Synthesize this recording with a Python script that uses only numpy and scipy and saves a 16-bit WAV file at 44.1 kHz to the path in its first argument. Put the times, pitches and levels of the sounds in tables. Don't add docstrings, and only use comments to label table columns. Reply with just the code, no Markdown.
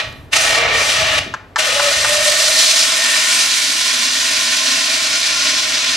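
import sys
import numpy as np
from scipy import signal
from scipy.fft import rfft, irfft, next_fast_len
from scipy.io import wavfile
from scipy.ndimage import map_coordinates

SR = 44100
rng = np.random.default_rng(int(sys.argv[2]) if len(sys.argv) > 2 else 0)


def put_to_file(sound):
    columns = np.atleast_2d(sound).T
    safe = np.clip(columns, -1, 1)
    whole_steps = np.round(safe * 32767)
    wavfile.write(sys.argv[1], SR, whole_steps.astype(np.int16))


N = 262836
LEAD = SR // 3
TIME = np.arange(-LEAD, N) / SR
M = len(TIME)

# open_s, shut_s, level_db, closing_s
BURSTS = [(-.3, .0, -2, .025), (.329, 1.19, 0, .005), (1.586, 6.5, 0, .005)]
# time_s, gain_db, half_length_s
SURGES = [(0.335, 7, 0.0085), (0.368, 5, 0.0072), (0.583, 3.5, 0.0062), (1.19, 2.5, 0.0096),
          (1.592, 8, 0.015)]
# start_s, end_s
EMPTYING_S = (1.28, 3.413)
# pitch_hz, width_hz, lift_db
SNOW_RESONANCES = [(632, 112, 15.5), (858, 81, 9), (1141.7, 75.6, 9.5), (1280.2, 76.6, 11), (1456, 98, 7.5),
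                   (1835, 220, 12), (2090.6, 37, 9), (2396, 130, 9), (2660, 68, 5), (2861, 170, 6)]
GAS_RESONANCES = [(634.7, 95, 19.1), (1045, 132, 12.9), (1433, 204, 11.68), (1828, 170, 7.4),
                  (2330, 402, 4.7)]
PAN_RESONANCES = [(461, 58, 14), (663, 149, 17), (1150, 110, 13), (1824, 120, 15), (2300, 160, 16.5)]
# pitch_hz, level_db
SNOW_ROAR = [(100, -22), (220, -22.5), (380, -12.5), (520, -9.5), (1000, -7), (2000, -2.5), (3000, 1),
             (4000, -1.5), (7000, -37)]
GAS_ROAR = [(100, -36), (200, -27.5), (450, -22.5), (850, -14.5), (1250, -11.5), (2000, -3), (2800, 0.5),
            (4000, -7), (7000, -55.5)]
PAN_ROAR = [(250, -15), (450, -4), (2400, 0), (3500, -36)]
# time_s, half_length_s, share_lost
NOTE_FADE = (3.62, 0.39, 0.76)
# pitch_hz, level_db
HISS_COLOUR = [(1000, -37.5), (2400, -7.5), (3500, 0), (4300, 1), (5600, 0), (6600, -4.5), (8000, -12.5),
               (12000, -54)]
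SIZZLE_COLOUR = [(3500, -57), (6000, 1.5), (7200, 0.5), (8800, 0), (10000, -5.5), (12000, -13),
                 (13800, -20), (14500, -27.5)]
THRUM_COLOUR = [(150, -35), (215, -9.5), (255, 0), (295, -2), (345, -17.5), (480, -39)]
# time_s, half_length_s, hiss_db, sizzle_db
CREST = (2.42, 0.438, 1.24, 3.82)
# time_s, gain_db
SPUTTERS = [(2.29, 1), (2.44, 3.5), (2.6, 3.5), (2.69, 5.5), (2.8, 4.5)]
# time_s, half_length_s, sizzle_db, roar_db
SWINGS = [(.02, 0.096, -10.5, 4.5), (0.425, 0.089, 3, 0.5), (0.667, 0.0772, -16, 0), (0.884, 0.1, 2, -1.5),
          (1.095, 0.13, -5, 2), (3.188, 0.32, 0, 2.5), (3.897, 0.35, -1.7, -0.93)]
# start_s, end_s
HOWL_LOCKS = [(1.768, 1.909), (2.003, 2), (2.1, 2.215), (2.265, 2.3)]
# start_s, end_s
HOWL_SPAN_S = (1.68, 2.587)
# time_s, half_length_s, pitch_hz, width_hz, level_db
WHISTLES = [(0.335, 0.023, 2600, 800, -19.5), (0.66, 0.17, 2320, 110, -27), (2.231, 0.33, 1840, 94, -29),
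            (2.627, 0.11, 4160, 650, -20), (2.68, 0.276, 5440, 300, -26), (3.097, 0.099, 1830, 111, -26.5),
            (4.238, 0.16, 1845, 130, -29.5)]
# start_s, end_s, level_db, rise_s, fall_s
INTO_PAN = (0.62, 0.8284, -20, 0.16, 0.0045)
# start_s, end_s
WALK_S = (2.04, 4.0)
# start_s, snap_db, crack_db, decay_s
ICE_LUMPS = [(1.339, -14.5, -26.5, 0.0057), (1.361, -35.5, -54, 0.053), (1.559, -8, -18, 0.0072),
             (1.796, -7, -26, 0.0045), (2.046, -9, -16, 0.0066)]
# start_s, level_db
LEVER_TICK = (.126, -36)
# start_s, end_s, level_db
FLARES = [(.08, 0.178, -35), (0.513, .88, -35), (1.025, 1.17, -33), (1.736, 2.244, -41.5)]
# start_s, level_db, decay_s
FLARE_UP = (1.26, -33, 0.055)
# pitch_hz, level_db
FIRE_COLOUR = [(15, -27), (35, 1), (60, 4.5), (105, 7.5), (150, 2.5), (205, -10), (275, -3.5), (500, -36.5)]
AIR_COLOUR = [(30, -18), (120, -8), (300, 1.5), (700, -2), (1800, -9.5), (4000, -21.5), (8000, -34),
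              (13000, -65)]
# pitch_hz, decay_s
ECHO_DECAY = [(150, 0.68), (600, 0.6), (2000, 0.491), (4500, 0.453), (9000, 0.31), (14000, 0.288)]
# time_s, left_minus_right_db
JET_PLACE = [(.35, -1.2), (.75, 0.12), (1.75, 1.6), (2.25, -0.8), (3.2, .1), (3.75, -1.3), (5.8, -.3)]
# pitch_hz, likeness (1 is identical)
STEREO_LIKENESS = [(100, 0.935), (650, 0.9), (950, 0.59), (1500, 0.538), (2100, 0.64), (2900, 0.665),
                   (3900, 0.722), (6000, 0.79), (7600, .6), (9000, 0.88), (11500, 0.99)]
# pitch_hz, left_minus_right_db
STEREO_LEAN = [(600, -0.2), (950, 3.5), (1800, 0.2), (2900, 1), (4000, -1), (7000, 0.2), (8200, -1.5),
               (11000, 0)]
# pitch_hz, left_lead_radians
STEREO_PHASE = [(0, 0), (1030, 0.26), (1290, 0.8), (1810, 0.53), (2330, -0.64), (2840, -0.67), (4130, 0.32),
                (4570, -0.38), (7240, -0.41), (7580, -0.82), (8270, -0.25), (9220, -0.77), (10400, -0.0),
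                (14300, -0.0)]


def jet():
    hiss_db, sizzle_db = treble_levels()
    _, roar_swing_db = swings()
    roar = amp(roar_swing_db + 0.425 * wobble(40)) * horn()
    hiss = amp(hiss_db + 0.71 * wobble(35)) * rush(HISS_COLOUR)
    sizzle = amp(sizzle_db + 0.87 * wobble(50)) * rush(SIZZLE_COLOUR)
    flutter = amp(0.51 * wobble(21.98) + 0.84 * wobble(140))
    return valve() * flutter * (roar + hiss + sizzle + pan() + thrum() + whistles())


def valve(opening_s=0.0046):
    flow = 0
    for open_s, shut_s, db, closing_s in BURSTS:
        opened = .5 + .5 * np.tanh((TIME - open_s) / (2 * opening_s))
        flow += amp(db) * opened * np.exp(-np.maximum(TIME - shut_s, 0) / closing_s)
    return flow * amp(sum(db * bell(s, half) for s, db, half in SURGES))


def horn(snow_db=-18, gas_db=-22):
    snow = np.interp(TIME, EMPTYING_S, (1, 0)) ** 1.8
    time_s, half_s, share_lost = NOTE_FADE
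    faded = share_lost * bell(time_s, half_s)
    gas_roar = np.sqrt(1 - faded) * rush(GAS_ROAR, GAS_RESONANCES)
    gas_roar += np.sqrt(faded) * rush(GAS_ROAR, GAS_RESONANCES[1:])
    snow_roar = rush(SNOW_ROAR, SNOW_RESONANCES)
    return amp(snow_db) * np.sqrt(snow) * snow_roar + amp(gas_db) * np.sqrt(1 - snow) * gas_roar


def treble_levels(hiss_sag_db_per_s=0.38, sizzle_sag_db_per_s=3):
    gas = np.interp(TIME, EMPTYING_S, (0, 1))
    gas_only_s = np.maximum(TIME - EMPTYING_S[1], 0)
    crest_s, half_s, crest_hiss_db, crest_sizzle_db = CREST
    crest = bell(crest_s, half_s)
    swing_db, _ = swings()
    sputter_db = sum(db * bell(s, half_s=0.038) for s, db in SPUTTERS)
    hiss_db = blend(-21.5, -17.5, gas) + crest_hiss_db * crest - hiss_sag_db_per_s * gas_only_s
    sizzle_db = blend(-27, -21.5, gas) + crest_sizzle_db * crest - sizzle_sag_db_per_s * gas_only_s
    return hiss_db + 0.44 * swing_db + sputter_db, sizzle_db + swing_db + .4 * sputter_db


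def swings():
    shapes = np.array([bell(s, half) for s, half, _, _ in SWINGS])
    return np.transpose(SWINGS)[2:] @ shapes


def howl(pitch_hz=563, rise_hz_per_s=67, loose_db=-32, locked_db=-21.5):
    lock = np.max([held(start, end, rise_s=0.0096, fall_s=0.013) for start, end in HOWL_LOCKS], axis=0)
    hz = pitch_hz + rise_hz_per_s * (TIME - HOWL_SPAN_S[0])
    waver_hz = blend(34, 6, lock) * wobble(110)
    phase = 2 * np.pi * np.cumsum(hz + waver_hz) / SR
    level = held(*HOWL_SPAN_S, rise_s=0.034, fall_s=0.18) * amp(blend(loose_db, locked_db, lock))
    flutter = amp(blend(4.5, 2.6, lock) * np.tanh(wobble(80)) + wobble(90))
    overtone = amp(-20 + 4 * wobble(60)) * np.sin(3 * phase)
    return level * np.sqrt(2) * (flutter * np.sin(phase) + overtone)


def whistles():
    sound = 0
    for s, half, pitch, width, db in WHISTLES:
        band = filtered(rng.standard_normal(M), lambda hz: 1 / (1 + (2 * (hz - pitch) / width) ** 4))
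        sound += amp(db) * bell(s, half) * unit(band)
    return sound


def pan():
    start, end, db, rise, fall = INTO_PAN
    return amp(db) * held(start, end, rise, fall) * rush(PAN_ROAR, PAN_RESONANCES)


def thrum(far_db=-50, near_db=-43):
    return amp(np.interp(TIME, WALK_S, (far_db, near_db))) * rush(THRUM_COLOUR)


def dry_ice(bounce_s=.0068):
    snaps = 0
    for s, snap_db, crack_db, decay_s in ICE_LUMPS:
        snaps += amp(snap_db) * puff(s, decay_s, band_hz=(815, 1910))
        snaps += amp(crack_db) * puff(s, decay_s, band_hz=(2300, 6700))
    return snaps + amp(-7) * np.interp(TIME - bounce_s, TIME, snaps)


def lever():
    start_s, db = LEVER_TICK
    return amp(db) * puff(start_s, decay_s=0.0027, band_hz=(1500, 8100))


def flames(draught_db=-57.5, growth_db_per_s=1.23):
    flares = np.max([amp(db) * held(start, end, rise_s=0.05, fall_s=0.201)
                     for start, end, db in FLARES], axis=0)
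    draught = amp(draught_db + growth_db_per_s * TIME)
    rumble = np.hypot(flares, draught) * amp(2.1 * wobble(12)) * rush(FIRE_COLOUR)
    start_s, whoomp_db, decay_s = FLARE_UP
    return rumble + amp(whoomp_db) * puff(start_s, decay_s, band_hz=(170, 440))


def yard(sound, stretch=SR // 4):
    echoes = np.zeros((2, M + SR))
    for start in range(0, M, stretch):
        echo = signal.fftconvolve(sound[None, start:start + stretch], wall_echo(), axes=1)
        echoes[:, start:start + echo.shape[1]] += echo
    return echoes[:, :M]


def wall_echo(build_up_s=0.003):
    hz, t, spectrum = signal.stft(rng.standard_normal((2, SR // 2)), SR, nperseg=256)
    decay = amp(-60 * t / along(ECHO_DECAY, hz)[:, None]) * np.clip(t / build_up_s, 0, 1)
    pair = spread(signal.istft(spectrum * decay, SR, nperseg=256)[1])
    return pair / np.linalg.norm(pair[0])


def outdoor_air():
    return amp(-46) * rush(AIR_COLOUR)


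def stereo_tint(sound):
    sides = np.array([[.5], [-.5]])
    lean = lambda hz: amp(sides * along(STEREO_LEAN, hz))
    return filtered(sound, lambda hz: lean(hz) * np.exp(1j * sides * along(STEREO_PHASE, hz)))


def rush(colour, resonances=()):
    def gain(hz):
        lift_db = sum(db / (1 + (2 * (hz - pitch) / width) ** 2) for pitch, width, db in resonances)
        return amp(along(colour, hz) + lift_db)
    return unit(spread(rng.standard_normal((2, M)), gain))


def puff(start_s, decay_s, band_hz):
    age = TIME - start_s
    band = signal.butter(3, band_hz, "band", fs=SR, output="sos")
    noise = rng.standard_normal(M)
    envelope = (age >= 0) * np.exp(-np.abs(age) / decay_s) + 1e-9
    return signal.sosfilt(band, noise * envelope) / np.std(signal.sosfilt(band, noise))


def spread(pair, gain=np.ones_like):
    def weights(hz):
        angle = np.arccos(along(STEREO_LIKENESS, hz)) / 2
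        return gain(hz) * np.array([np.cos(angle), np.sin(angle)])
    mid, side = filtered(pair, weights)
    return np.array([mid + side, mid - side])


def filtered(x, gain):
    n = x.shape[-1]
    padded = next_fast_len(n + 8192)
    return irfft(rfft(x, padded) * gain(np.fft.rfftfreq(padded, 1 / SR)), padded)[..., :n]


def wobble(rate):
    points = rng.standard_normal(int(M * rate / SR) + 4)
    return map_coordinates(points, [np.arange(M) * rate / SR])


def bell(time_s, half_s):
    return np.exp(-((TIME - time_s) / half_s) ** 2)


def held(start_s, end_s, rise_s, fall_s):
    return np.exp(-(np.minimum(TIME - start_s, 0) / rise_s) ** 2 - np.maximum(TIME - end_s, 0) / fall_s)


def along(table, hz):
    pitches, values = np.transpose(table)
    return np.interp(np.log(hz + 1), np.log(pitches + 1), values)


def blend(a, b, share):
    return a + (b - a) * share


def amp(db):
    return 10 ** (np.asarray(db) / 20)


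def unit(x):
    return x / np.sqrt(np.mean(x ** 2) + 1e-20)


def scene():
    spray, note, knocks = jet(), howl(), dry_ice() + lever()
    walls = yard(amp(-6) * spray.mean(axis=0) + amp(-11) * note + amp(-20) * knocks)
    place_db = np.interp(TIME, *np.transpose(JET_PLACE))
    extinguisher = (spray + note + knocks + walls) * amp(np.outer([.5, -.5], place_db))
    return stereo_tint(extinguisher + flames() + outdoor_air())[:, LEAD:]


def record(dry):
    rounded = dry / (1 + np.abs(dry) ** 8) ** (1 / 8)
    return filtered(rounded, lambda hz: hz < 14400)


dry = scene()
out = record(dry)
put_to_file(out)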